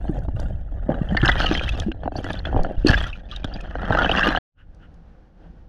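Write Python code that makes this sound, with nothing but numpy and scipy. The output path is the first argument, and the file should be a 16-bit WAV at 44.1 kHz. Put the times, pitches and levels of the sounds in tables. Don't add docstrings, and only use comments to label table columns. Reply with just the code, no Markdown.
import sys
import numpy as np
from scipy import signal
from scipy.fft import rfft, irfft
from scipy.io import wavfile
from scipy.ndimage import uniform_filter1d

SR = 44100
rng = np.random.default_rng(int(sys.argv[2]) if len(sys.argv) > 2 else 0)


def transcribe(u):
    v = np.clip(np.atleast_2d(u).T, -1, 1)
    q = np.round(v * 32767).astype(np.int16)
    wavfile.write(sys.argv[1], SR, q)


N = 250488
T = np.arange(N) / SR
RING = T[:SR // 3]
CUT_S, BACK_S, FULL_S = 4.386, 4.51, 4.59


def undb(db):
    return 10 ** (np.asarray(db) / 20)


def add(track, s, sound):
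    start = max(int(s * SR), 0)
    track[start:start + len(sound)] += sound[:max(N - start, 0)]


def colour(x, points, size=16384):
    hz, db = np.transpose(points)
    grid = np.maximum(np.fft.rfftfreq(size, 1 / SR), 1)
    gain = undb(np.interp(np.log(grid), np.log(hz), db))
    cepstrum = irfft(np.log(gain))
    cepstrum[1:size // 2] *= 2
    cepstrum[size // 2 + 1:] = 0
    response = irfft(np.exp(rfft(cepstrum)))
    return signal.fftconvolve(x, response)[:len(x)]


def even(x, span_s):
    size = max(int(span_s * SR), 2)
    power = uniform_filter1d(uniform_filter1d(x * x, size), size)
    return x / np.sqrt(np.abs(power) + 1e-12)


def steady_noise(points, span_s):
    return even(colour(rng.standard_normal(N), points), span_s)


def peak(x):
    return x / np.abs(x).max()


def flutter(rate, spread_db):
    size = int(SR / rate)
    steps = np.repeat(rng.standard_normal(N // size + 1), size)
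    return undb(spread_db * 1.21 * uniform_filter1d(steps, size)[:N])


def curves(table):
    s, *columns = np.transpose(table)
    return [np.interp(T, s, column) for column in columns]


def moments(level_db, count):
    draws = rng.random((count, 3))
    s = draws[:, 0] * CUT_S
    deviates = np.sqrt(12) * (draws[:, 1:] - .5)
    return np.column_stack([s, np.interp(s, T, level_db), deviates])


# f/Hz, level/dB
RUMBLE_SPECTRUM = [(12, -7.5), (25, -0.5), (42, 2), (65, -4), (105, -13), (160, -22), (300, -35),
                   (2000, -120)]
# t/s, level/dB
FLOW_LEVELS = [(0, -27), (0.5, -24.5), (0.64, -27.5), (0.77, -24), (0.92, -27), (1.28, -20), (1.55, -25),
               (1.76, -23), (2.0, -31.5), (2.17, -34.5), (2.42, -29.5), (2.56, -23), (2.72, -36.5),
               (2.92, -19), (3.2, -37), (3.65, -31), (3.98, -26), (4.38, -27)]


def flow_rumble():
    level_db, = curves(FLOW_LEVELS)
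    sway = flutter(rate=14, spread_db=1.5)
    return undb(level_db) * sway * steady_noise(RUMBLE_SPECTRUM, span_s=.06)


def bubble(hz, swell_s, t60, glide):
    t = RING[:int((swell_s + t60) * SR) + 2]
    swell = np.sin(np.pi / 2 * np.minimum(t / swell_s, 1)) ** 2
    decay = np.exp(-np.log(1000) * np.maximum(t - swell_s, 0) / t60)
    phase = 2 * np.pi * np.cumsum(hz * 2 ** (glide * t)) / SR
    return swell * decay * np.sin(phase)


def swarm(count, low_hz, high_hz, cycles, spread_db, rise_octaves):
    out = np.zeros(N)
    for when, size, strength, life, sign in rng.random((count, 5)):
        hz = low_hz * (high_hz / low_hz) ** size
        t60 = cycles * (.5 + life) / hz
        gain = np.sign(sign - .5) * undb(-spread_db * np.log(1 - .99 * strength))
        add(out, when * N / SR, gain * bubble(hz, 1 / hz, t60, rise_octaves / t60))
    return out / out.std()


def patter(rate, spread_db):
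    hit = rng.random(N) < rate / SR
    return hit * rng.choice([-1, 1], N) * undb(spread_db * np.minimum(rng.exponential(size=N), 3))


def band(tones, impacts, spectrum, impact_db, rush_db):
    ring, tap, rush = (even(colour(x, spectrum), span_s=.09)
                       for x in (tones, impacts, rng.standard_normal(N)))
    mix = ring + undb(impact_db) * tap + undb(rush_db) * rush
    return mix / mix.std()


# t/s at full strength, hold/s, rise/(dB/s), fall/(dB/s), level/dB of churn, fizz, spray and
SWELLS = [(0.061, 0.12, 96, 150, -37.5, -55.5, -64.5, -74), (0.381, 0.052, 394, 99, -38, -51, -61, -72.5),
          (.74, 0.11, 407, 95, -52.5, -63, -76, -86), (0.903, 0.022, 493, 150, -25.5, -42, -60, -92),
          (1.137, 0.026, 54, 201, -31.5, -42, -54, -70.5),
          (1.234, 0.12, 253, 131.5, -32.5, -27, -45, -61.5),
          (1.433, 0.078, 138, 138.5, -25.5, -28.5, -27.5, -58.5),
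          (1.651, 0.031, 101, 151, -38, -40, -40, -66), (1.798, 0.02, 202, 349.5, -32, -43, -46, -65),
          (2.024, 0.028, 196, 500, -35, -55, -63, -88), (2.158, 0.014, 602, 200, -33.5, -51, -51, -66.5),
          (2.247, 0.12, 248, 307, -35, -41, -47, -68.5), (2.466, 0.027, 498, 130.5, -30.5, -39.5, -50, -75),
          (2.566, 0.13, 207, 172, -30, -48, -58, -80.5), (2.874, 0.027, 796, 130, -25.5, -28, -28.5, -56),
          (2.996, 0.033, 98, 158, -38.5, -34, -38, -61.5), (3.33, 0.011, 405, 212, -43.5, -43.5, -42, -80),
          (3.452, 0.15, 250, 100, -39.5, -49.5, -52.5, -82),
          (3.938, 0.12, 87, 206, -25.5, -27.5, -42, -69.5),
          (4.172, 0.16, 107.5, 130, -27.5, -24.5, -35, -62)]
# level/dB of churn, fizz, spray and high hiss
LULL_DB = (-49, -63, -74.5, -94)


def swell_levels():
    power = undb(LULL_DB)[:, None] ** 2
    for s, hold_s, rise, fall, *levels_db in SWELLS:
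        shape_db = rise * np.minimum(T - s, 0) - fall * np.maximum(T - s - hold_s, 0)
        power = power + (undb(levels_db)[:, None] * undb(shape_db)) ** 2
    return 10 * np.log10(power)


# f/Hz, level/dB
CHURN_SPECTRUM = [(60, -22.5), (120, -3.5), (180, 3), (245, -4.5), (295, -2), (410, -9), (540, -2.5),
                  (640, -2), (810, -6), (980, -23), (1700, -38), (8000, -96)]
FIZZ_SPECTRUM = [(300, -38), (550, -22.5), (780, -2), (1020, -3), (1300, -1), (1700, 3), (1900, -2),
                 (2200, -15.5), (3200, -50), (9000, -84)]
SPRAY_SPECTRUM = [(500, -67.5), (1500, -29), (2250, -9), (2800, -1), (3200, 1), (3900, -10), (4500, -12.5),
                  (5200, -16), (6200, -19.5), (7800, -44), (10500, -46.5), (13000, -54), (15500, -69)]
HIGH_HISS_SPECTRUM = [(2000, -59), (4500, -20.5), (6500, 2.5), (8000, -2.5), (10000, -2.5), (11500, -6),
                      (13000, -6), (15500, -28)]


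def churning_water(churn_db, fizz_db, spray_db, high_hiss_db):
    impacts = patter(rate=200, spread_db=4.5)
    low = swarm(count=500, low_hz=123.6, high_hz=920, cycles=6.6, spread_db=5, rise_octaves=.12)
    middle = swarm(count=600, low_hz=1133.6, high_hz=1992, cycles=96, spread_db=5, rise_octaves=.062)
    high = swarm(count=1700, low_hz=2298, high_hz=8120, cycles=190, spread_db=4, rise_octaves=.067)
    top = swarm(count=1200, low_hz=5400, high_hz=13800, cycles=130, spread_db=5, rise_octaves=.03)
    churn = undb(churn_db) * band(low, impacts, CHURN_SPECTRUM, impact_db=0, rush_db=-4)
    fizz = undb(fizz_db) * band(middle, impacts, FIZZ_SPECTRUM, impact_db=-1, rush_db=-7)
    spray = undb(spray_db) * band(high, impacts, SPRAY_SPECTRUM, impact_db=-6, rush_db=-7)
    high_hiss = undb(high_hiss_db) * band(top, impacts, HIGH_HISS_SPECTRUM, impact_db=-9, rush_db=-4)
    spurts = flutter(rate=70, spread_db=2.2)
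    sputter = flutter(rate=190, spread_db=3)
    return spurts * (churn + fizz + sputter * (spray + high_hiss))


# f/Hz, t60/s, level/dB
HOUSING_MODES = [(97, 0.046, -3.5), (277, 0.047, -4), (521, 0.031, -6), (637.7, 0.019, 1.5),
                 (736.5, 0.03, -2.5), (1377, 0.018, 3), (1550, 0.021, 6.5), (2740, 0.016, -16.5),
                 (2990, 0.023, -4.5), (4250, 0.069, -21.5), (6140, 0.014, -34)]
# t/s, peak level/dB of the wall, thud/dB and crack/dB relative to the wall
KNOCKS = [(0.052, -24.5, -6, -31), (.168, -25, -10, -18), (.25, -29, -13, -15), (.285, -23.5, 3.5, -19),
          (0.395, -22.5, -4.5, -14), (0.723, -35.5, 4.5, -17), (0.891, -18, -8, -42), (.904, -17, -5, -23),
          (1.148, -15, -4, -9), (1.172, -21.5, -6, 6.5), (1.296, -30.5, 11.5, 7), (1.444, -11.5, -7.5, -8),
          (1.547, -28, 3, 0), (1.611, -19.5, -18, -3), (1.82, -27, -7, -2), (1.916, -29.5, -16, 1),
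          (2.034, -21, -16, -11), (2.057, -18.5, 2, -17), (2.077, -10.5, -12, -19), (2.12, -22.5, -2, -15),
          (2.155, -19, -2.5, -28), (2.185, -22.5, 6, -9), (2.243, -27, 7, 4), (2.265, -25, -3, -1),
          (2.303, -23.5, -0.5, 1.5), (2.452, -28.5, -3.5, 9.5), (2.528, -15.5, -9, -20),
          (2.545, -15, 4.5, -34), (2.564, -9.5, -0.5, -38), (2.592, -11, -15, -34), (2.647, -22, -15, 0),
          (2.883, -22.5, 10.5, 6), (2.904, -15, 5.5, 0.5), (3.444, -24.5, 4.5, 2), (3.754, -15, -8, -7),
          (3.831, -18, -22, -9), (3.906, -6, -7, -18), (3.929, -14, -14, -2), (3.949, -8.5, -10, -4),
          (4.019, -15, -18, 5.5), (4.046, -10.5, -8, -5.5), (4.095, -7, -12, -12), (4.116, -12, -6, -23),
          (4.349, -13, -13.5, 3.5), (4.373, -12, -22.5, -0.5)]


def knocks(churn_db, contact_s=.00053, tap_spread_db=2.5):
    hz, t60, db = np.transpose(HOUSING_MODES)[:, :, None]
    envelopes = undb(db) * np.exp(-np.log(1000) * RING / t60)
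    is_thud, is_crack = hz[:, 0] < 450, hz[:, 0] > 1100
    is_wall = ~is_thud & ~is_crack
    onset = (1 - np.exp(-RING / contact_s)) ** 2
    taps = [(s, level_db - 1.5 + tap_spread_db * strength, 4, -2.5 + tap_spread_db * hardness)
            for s, level_db, strength, hardness in moments(churn_db, count=36)]
    out = np.zeros(N)
    for s, wall_db, thud_db, crack_db in KNOCKS + taps:
        detune, weight = rng.standard_normal((2, len(HOUSING_MODES), 1))
        tones = np.sin(2 * np.pi * hz * (1 + .052 * detune) * RING)
        rings = onset * envelopes * undb(2.7 * weight) * tones
        thud, wall, crack = (peak(rings[part].sum(0)) for part in (is_thud, is_wall, is_crack))
        add(out, s, undb(wall_db) * (wall + undb(thud_db) * thud + undb(crack_db) * crack))
    return out


# t/s, f/Hz, level/dB, t60/s, glide/(octaves/s)
GULPS = [(.095, 128, -11, 0.02, 8), (0.093, 336, -17, .084, -10), (.171, 120, -21, 0.088, 4),
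         (.281, 78, -14.5, 0.011, -7), (0.347, 110, -17, 0.11, 5), (.89, 263, -7.5, 0.031, 10),
         (.891, 564, -12, .04, 3), (1.014, 142, -6.5, 0.021, -5), (1.12, 183, -13, .12, 7),
         (1.229, 123, -8.5, 0.096, -2), (1.232, 313, -11.5, 0.055, 7), (1.51, 321, -11, 0.052, 0),
         (1.862, 195, -16.5, 0.16, 7), (1.882, 332, -16.5, 0.09, -2.5), (2.563, 32, -13, 0.081, 4),
         (2.594, 19, -7.5, 0.25, -2.5), (2.778, 29, -9.5, 0.15, 2), (2.847, 290, -2, 0.018, 3),
         (2.861, 312, -4.5, 0.039, 3), (2.898, 97, -2, 0.053, -20.5), (3.445, 102, -17, 0.016, 4),
         (3.902, 102, -12.5, 0.12, -4.5), (4.283, 277, -11.5, 0.056, 10.5)]


def gulps(swell_s=.003):
    out = np.zeros(N)
    for s, hz, db, t60, glide in GULPS:
        add(out, s, undb(db) * bubble(hz, swell_s, t60, glide))
    return out


# t/s, peak level/dB
TICKS = [(.1895, -49.5), (.4, -33.5), (1.257, -22.5), (1.292, -30), (1.691, -30.5), (1.7992, -23),
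         (2.243, -33), (2.331, -33.5), (2.6332, -31.5), (2.871, -19.5), (2.885, -22), (2.904, -24),
         (3.314, -45), (3.362, -36), (3.4446, -31.5), (3.6103, -37.5), (4.278, -33), (4.747, -56.5),
         (4.9424, -58)]
# f/Hz, level/dB
TICK_SPECTRUM = [(400, -49.5), (1500, -21.5), (3000, -5.5), (4500, 11), (6500, 4), (8000, -4),
                 (10000, -3.5), (13000, -30.5), (16000, -17)]


def grit_ticks(decay_s=.0025):
    out = np.zeros(N)
    for s, db in TICKS:
        burst = rng.standard_normal(len(RING)) * np.exp(-RING / decay_s)
        add(out, s, undb(db) * peak(colour(burst, TICK_SPECTRUM)))
    return out


# t/s, f/Hz, peak level/dB, t60/s
NEAR_BUBBLES = [(1.088, 3080, -33, .035), (1.168, 1786, -10.5, .053), (1.171, 4530, -20.5, 0.0077),
                (1.215, 2940, -18, 0.0027), (1.23, 1715, -18, 0.041), (1.248, 1590, -11.5, 0.063),
                (1.256, 2820, -14, 0.0082), (1.258, 5240, -23.5, 0.011), (1.278, 3880, -16, 0.012),
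                (1.279, 3030, -12.5, 0.0061), (1.295, 1632, -7.5, 0.013), (1.316, 3350, -15, 0.016),
                (1.408, 1510, -13, 0.014), (1.55, 1930, -12, 0.0058), (1.594, 2470, -18, 0.011),
                (1.679, 1810, -21, 0.0063), (1.69, 2600, -18.5, 0.027), (1.8, 3340, -21.5, 0.0081),
                (1.917, 2770, -24, 0.003), (2.163, 4510, -32, 0.056), (2.303, 2500, -25, 0.0071),
                (2.331, 3580, -28, 0.013), (2.39, 4210, -28.5, 0.013), (2.454, 3340, -24, 0.026),
                (2.453, 1690, -24, .01), (2.869, 4400, -12.5, 0.0091), (2.882, 4370, -17.5, 0.042),
                (2.895, 1450, -16, 0.0086), (2.931, 1680, -13, 0.027), (2.935, 2890, -18, 0.024),
                (2.941, 1636, -8.5, 0.03), (3.037, 3220, -24, 0.019), (3.129, 2590, -27, 0.041),
                (3.313, 3290, -24, 0.011), (3.361, 3700, -27.5, 0.023), (3.443, 3430, -21, .004),
                (3.538, 4770, -29.5, 0.026), (3.972, 1297, -11, 0.048), (3.987, 1400, -10.5, 0.064),
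                (4.031, 3240, -19, 0.011), (4.044, 3010, -15.5, 0.045), (4.092, 2680, -14.5, 0.016),
                (4.114, 3000, -8.5, 0.014), (4.171, 2795, -15.5, 0.032), (4.208, 1600, -13.5, 0.076),
                (4.228, 1760, -16, 0.044), (4.233, 2740, -14, 0.045), (4.275, 1760, -14.5, 0.024),
                (4.36, 2940, -17.5, 0.016)]
# f/Hz, level/dB
SNAP_SPECTRUM = [(600, -13.5), (1500, 2.5), (2250, -7), (3000, 8.5), (4500, -6.5), (6300, -12.5),
                 (8000, -29.5), (14000, -46.5)]


def pings(spray_db, swell_s=.0019, glide=2.0, splinter_db=-12, snap_db=-13, snap_s=.0016):
    strays = []
    for s, level_db, pitch, softness in moments(spray_db, count=36):
        hz = 4170 * 2 ** (.26 * pitch)
        db = 22.5 + 1.55 * level_db - 3.5 * softness
        strays.append((s, hz, db, 80 / hz))
    out, snaps = np.zeros(N), np.zeros(N)
    snap_envelope = RING / snap_s * np.exp(1 - RING / snap_s)
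    for s, hz, db, t60 in NEAR_BUBBLES + strays:
        add(out, s, undb(db) * bubble(hz, swell_s, t60, glide))
        for lag, pitch in rng.standard_normal((3, 2)):
            splinter = bubble(hz * 2 ** (.2 * pitch), swell_s, t60, glide)
            add(out, s + .0043 * abs(lag), undb(db + splinter_db) * splinter)
        add(snaps, s, undb(db) * rng.standard_normal(len(RING)) * snap_envelope)
    return out + undb(snap_db) * colour(snaps, SNAP_SPECTRUM)


# t/s, rumble level/dB, wash level/dB
CALM_LEVELS = [(4.6, -50, -65.4), (4.68, -41.5, -58), (4.8, -46, -52), (4.88, -46, -53.5), (4.97, -45, -51),
               (5.12, -46, -53.5), (5.33, -53, -58), (5.46, -42.5, -47), (5.66, -44.5, -56.5)]
# t/s at the centre, half length/s, level/dB, relative level/dB of the low body
SWISHES = [(4.605, 0.032, -58.5, -15), (4.838, 0.029, -56, -14), (5.45, 0.042, -69, 13.5)]
# f/Hz, level/dB
WASH_SPECTRUM = [(100, -15.5), (165, 1.5), (250, -11), (300, -7), (390, -18), (500, -11), (640, -19),
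                 (780, -15), (1000, -26), (1600, -24.5), (2200, -35), (2900, -35.5), (4200, -41),
                 (6000, -46), (8000, -60), (11000, -63), (15000, -83)]
SWISH_SPECTRUM = [(700, -20), (1100, -7), (1450, 5.5), (1800, -2.5), (2200, -16), (2900, -2.5),
                  (4000, -26.5), (5500, -31.5), (8000, -42), (14000, -50.5)]


def calm_water():
    rumble_db, wash_db = curves(CALM_LEVELS)
    spectra = RUMBLE_SPECTRUM, WASH_SPECTRUM, SWISH_SPECTRUM, CHURN_SPECTRUM
    rumble, wash, swish, body = (steady_noise(spectrum, span_s=.08) for spectrum in spectra)
    out = rumble * undb(rumble_db) + wash * undb(wash_db)
    for s, half_s, db, body_db in SWISHES:
        envelope = undb(db) * np.exp(-((T - s) / half_s) ** 2)
        out += envelope * (swish + undb(body_db) * body)
    return out


def scene():
    churn_db, fizz_db, spray_db, high_hiss_db = swell_levels()
    rough_water = flow_rumble() + churning_water(churn_db, fizz_db, spray_db, high_hiss_db)
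    sea = np.where(T < BACK_S, rough_water, calm_water())
    return (sea + knocks(churn_db) + gulps() + grit_ticks() + pings(spray_db))[None]


def record(dry, hiss_db=-96, top_hz=15000):
    hiss = undb(hiss_db) * rng.standard_normal(N)
    fade_in = np.clip((T - BACK_S) / (FULL_S - BACK_S), 0, 1) ** 3
    gate = uniform_filter1d((T < CUT_S) + fade_in, size=128)
    lowpass = signal.ellip(8, .2, 70, top_hz, fs=SR, output="sos")
    return signal.sosfilt(lowpass, (dry + hiss) * gate)


dry = scene()
out = record(dry)
transcribe(out)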